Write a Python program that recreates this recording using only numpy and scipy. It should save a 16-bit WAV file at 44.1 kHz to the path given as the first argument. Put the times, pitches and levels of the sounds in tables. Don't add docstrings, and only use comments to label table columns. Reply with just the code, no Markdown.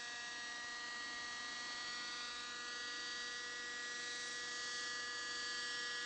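import sys
import numpy as np
from scipy import signal
from scipy.fft import rfft, irfft, next_fast_len
from scipy.io import wavfile

SR = 44100
rng = np.random.default_rng(int(sys.argv[2]) if len(sys.argv) > 2 else 0)


def put_to_file(sound):
    columns = np.atleast_2d(sound).T
    safe = np.clip(columns, -1, 1)
    whole_steps = np.round(safe * 32767)
    wavfile.write(sys.argv[1], SR, whole_steps.astype(np.int16))


N = 266805
TIME = np.arange(N) / SR
ROTOR_TURNS_PER_FIRING = .104


def gain_of(db):
    return np.exp(np.asarray(db) * (np.log(10) / 20))


def unit_rms(x):
    return x / np.sqrt(np.mean(x ** 2) + 1e-20)


def curves(rows):
    time_s, *columns = np.transpose(rows)
    return [np.interp(TIME, time_s, column) for column in columns]


def drift(corner_hz, control_hz=400):
    hz = np.fft.rfftfreq(4096, 1 / control_hz)
    slow = irfft(rfft(rng.standard_normal(4096)) / (1 + (hz / corner_hz) ** 2) * (hz > 0))
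    return np.interp(TIME * control_hz, np.arange(len(slow)), unit_rms(slow))


def filtered(x, response):
    size = next_fast_len(N, True)
    return irfft(rfft(x, size) * response(np.fft.rfftfreq(size, 1 / SR)), size)[:N]


def noise(spectrum):
    hz, db = np.transpose(spectrum)
    white = rng.standard_normal(N)
    return unit_rms(filtered(white, lambda f: gain_of(np.interp(np.log(f + 1), np.log(hz), db))))


def resonate(x, centre_hz, width_hz):
    carrier = np.exp(2j * np.pi * np.cumsum(centre_hz) / SR)
    pole = np.exp(-np.pi * width_hz / SR)
    return (carrier * signal.lfilter([(1 - pole) ** 2], [1, -2 * pole, pole ** 2], x / carrier)).real


def treble_shares(hz):
    edges_hz = [1900, 3300, 6300]
    return np.interp(hz, edges_hz, [0, 1, 0]), np.interp(hz, edges_hz, [0, 0, 1])


def approach_gain(db_per_s=.5):
    return gain_of(db_per_s * (TIME - TIME.mean()))


# time_s, path_m
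EXTRA_PATH = [(0.0, 0.38), (0.8, 0.32), (1.5, 0.32), (2.0, 0.29), (2.4, 0.25), (2.8, 0.199), (3.7, 0.18),
              (4.1, 0.16), (4.6, 0.19), (5.2, 0.2), (6.05, 0.19)]

def grass_echo(x, reflection=.55, cutoff_hz=2300, sound_m_per_s=343):
    dull = signal.sosfilt(signal.butter(1, cutoff_hz, fs=SR, output="sos"), x)
    lag_s = curves(EXTRA_PATH)[0] / sound_m_per_s
    return reflection * np.interp(TIME - lag_s, TIME, dull)


# multiple_of_firing_rate, level_db
DRIVE_TONES = [(.208, -83.5), (.416, -87), (.705, -83.5), (1.208, -75.5), (1.335, -74), (1.41, -75.5),
               (2.104, -78), (4.29, -71.5), (27.59, -77.5), (28.41, -69)]

def drivetrain(angle, trim_db=-2, waver_db=2.5):
    tones = np.zeros(N)
    for order, level_db in DRIVE_TONES:
        amplitude = np.sqrt(2) * gain_of(level_db + trim_db + waver_db * drift(2.7))
        tones += amplitude * np.cos(order * angle + 2 * np.pi * rng.random())
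    return approach_gain() * tones


# time_s, level_db
WHIRR_LEVEL = [(0, -66.5), (0.9, -66), (1.7, -62.5), (2.5, -68), (3.3, -70), (4.1, -70), (5, -69),
               (6.05, -71)]
# time_s, centre_hz
WHIRR_PITCH = [(0, 305), (1.6, 290), (2.6, 272), (3.5, 327), (5, 309), (6.05, 285)]

def blade_tips(trim_db=-5, width_hz=110):
    whirr = unit_rms(resonate(rng.standard_normal(N), curves(WHIRR_PITCH)[0], width_hz))
    return gain_of(curves(WHIRR_LEVEL)[0] + trim_db) * whirr


# frequency_hz, relative_density_db
WASH_SPECTRUM = [(30, -8.5), (120, -9.5), (220, -4.5), (420, -5), (620, 0.5), (850, -2.5), (1150, 1),
                 (1400, 1.5), (1900, 1), (2250, -5.5), (3300, -5), (5000, -9), (7800, -19.5), (8600, -49.5)]

def rotor_wash(angle, level_db=-58, depth=0.27, whirr_follow=0.47):
    whirr_db = curves(WHIRR_LEVEL)[0]
    swell = gain_of(level_db + whirr_follow * (whirr_db - whirr_db.mean()))
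    blade_pass = 1 + depth * np.cos(2 * ROTOR_TURNS_PER_FIRING * angle)
    return approach_gain() * swell * noise(WASH_SPECTRUM) * blade_pass


# time_s, side_fraction
HEADING = [(0.0, 0), (1.2, 0), (2.0, 0.069), (2.8, 0.0), (3.6, 0.0), (4.3, 0.2), (5.0, 0.86), (6.05, 1.0)]
# time_s, rasp_db, sizzle_db
TREBLE_SWELL = [(0.0, -2, 0.5), (0.35, -1, -2.5), (0.8, -3.5, -4), (1.7, 0.5, -0.5), (2.3, 1.5, -1.5),
                (2.6, -1.5, -1.5), (3.1, 2.5, -1.5), (3.65, -1, -1.5), (4.1, 2.5, 5), (4.45, -0.5, 5),
                (4.8, 2.5, 8), (5.1, -2.5, 0), (5.5, 2.5, 4), (6.05, 3, 0.5)]
# time_s, centre_hz, lift_db
MUFFLER_RING = [(0, 4600, 6), (.6, 4270, 9.5), (1.1, 4414, 15), (1.7, 4423, 17), (2.3, 4456, 13.5),
                (2.58, 4300, 6), (2.8, 4610, 11), (3.3, 4600, 8), (3.7, 4350, 0), (4.15, 4200, 4.5),
                (4.8, 4410, 4.5), (6.05, 4720, 4)]
# frequency_hz, relative_density_db
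GAS_SPECTRUM = [(1500, -27.5), (2250, -8), (2600, -2.5), (3300, -1.5), (4000, -0.5), (4450, 0.5),
                (5100, -3), (5700, -2), (6900, -5.5), (7800, -4), (8500, -22)]

def tailpipe(angle, level_db=-55, puff_depth=0.35, side_lift_db=1, ring_mix=.13, ring_width_hz=600):
    rasp_db, sizzle_db = curves(TREBLE_SWELL)
    ring_hz, ring_db = curves(MUFFLER_RING)
    puffs = noise(GAS_SPECTRUM) * (1 + puff_depth * np.cos(angle))
    sizzle = filtered(puffs, lambda hz: treble_shares(hz)[1])
    hiss = gain_of(.65 * rasp_db) * (puffs - sizzle) + gain_of(.42 * sizzle_db) * sizzle
    ring = ring_mix * gain_of(ring_db) * resonate(hiss, ring_hz, ring_width_hz)
    return gain_of(level_db + side_lift_db * curves(HEADING)[0]) * (hiss + ring)


def partial(angle, order, flutter_db=0.0442, fade_db=0.1052):
    phase = 1.1 * rng.standard_normal() + .014 * order * drift(.5)
    shake_db = order * (flutter_db * drift(30) + fade_db * drift(1))
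    return unit_rms(gain_of(shake_db) * np.cos(order * angle + phase))


# multiple_of_firing_rate, tail_on_db, side_on_db
EXHAUST_PARTIALS = [(0.997, -75.5, -77.5), (2, -64.0, -62), (3.002, -67.5, -70.5), (4.014, -71.5, -70.5),
                    (5.005, -59.5, -58.5), (6, -66, -74.5), (7.006, -58.5, -53.5), (7.999, -53, -53),
                    (9, -68, -66), (10, -69.5, -72), (11.02, -67.0, -76), (11.91, -70.5, -63.5),
                    (12.99, -69, -63.5), (13.95, -65.5, -63), (15.01, -66.5, -66.5), (16.01, -61, -69.5),
                    (17, -69.5, -65), (18, -67, -66), (19.01, -65.5, -60), (20.17, -67, -74),
                    (20.55, -70.5, -76), (22, -74.5, -64.5), (22.98, -70, -64.5), (23.7, -65.5, -68),
                    (25.04, -71.5, -73.5), (25.65, -68, -75), (26.74, -70.5, -71), (28.2, -76.5, -79),
                    (28.9, -74.5, -72.5), (30.6, -75.5, -74.5), (30.8, -79, -74.5), (31.56, -83.5, -70),
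                    (33.6, -76, -74.5)]
# time_s, lift_db
SIXTH_SWELL = [(0, -3.5), (1.1, 0.5), (1.5, -2), (2.05, 8.5), (3.7, 0.5), (5.6, 5.5), (6.05, 11)]

def muffler(angle, firing_hz, treble_db=1.0, ring_width_hz=283):
    side_fraction = curves(HEADING)[0]
    rasp_db, sizzle_db = curves(TREBLE_SWELL)
    ring_hz, ring_db = curves(MUFFLER_RING)
    whine = np.zeros(N)
    for order, tail_on_db, side_on_db in EXHAUST_PARTIALS:
        pitch_hz = order * firing_hz
        rasp, sizzle = treble_shares(pitch_hz)
        level_db = tail_on_db + side_fraction * (side_on_db - tail_on_db)
        level_db += ring_db / (1 + (2 * (pitch_hz - ring_hz) / ring_width_hz) ** 2)
        level_db += rasp * (rasp_db + treble_db) + sizzle * (sizzle_db + treble_db)
        if order == 6:
            level_db += curves(SIXTH_SWELL)[0]
        whine += gain_of(level_db) * partial(angle, order)
    return whine


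def exhaust(angle, firing_hz, chop_depth=0.041):
    chop = 1 + chop_depth * np.cos(ROTOR_TURNS_PER_FIRING * angle)
    return (muffler(angle, firing_hz) + tailpipe(angle)) * chop


# time_s, firing_hz
FIRING_RATE = [(0, 239.3), (0.55, 238.8), (0.85, 239.3), (1.22, 238.9), (1.5, 240.2), (1.95, 240.9),
               (2.9, 241.1), (3.45, 241.9), (3.85, 241), (4.1, 241.5), (4.55, 241.9), (4.95, 241.9),
               (5.3, 241.3), (6.05, 240.9)]

def crank_angle(tremble=.00024, tug_rad=0.023):
    firing_hz = curves(FIRING_RATE)[0] * (1 + tremble * drift(14))
    angle = 2 * np.pi * np.cumsum(firing_hz) / SR
    return angle + tug_rad * np.sin(ROTOR_TURNS_PER_FIRING * angle)


def scene(rotor_echo_share=0.44):
    angle = crank_angle()
    engine = exhaust(angle, firing_hz=curves(FIRING_RATE)[0].mean())
    rotors = rotor_wash(angle) + blade_tips() + drivetrain(angle)
    return (engine + rotors + grass_echo(engine + rotor_echo_share * rotors))[None]


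def record(dry, cutoff_hz=8850):
    low_pass = signal.firwin(301, cutoff_hz, window=("kaiser", 8), fs=SR)
    return signal.oaconvolve(dry, low_pass[None], "same")


dry = scene()
out = record(dry)
put_to_file(out)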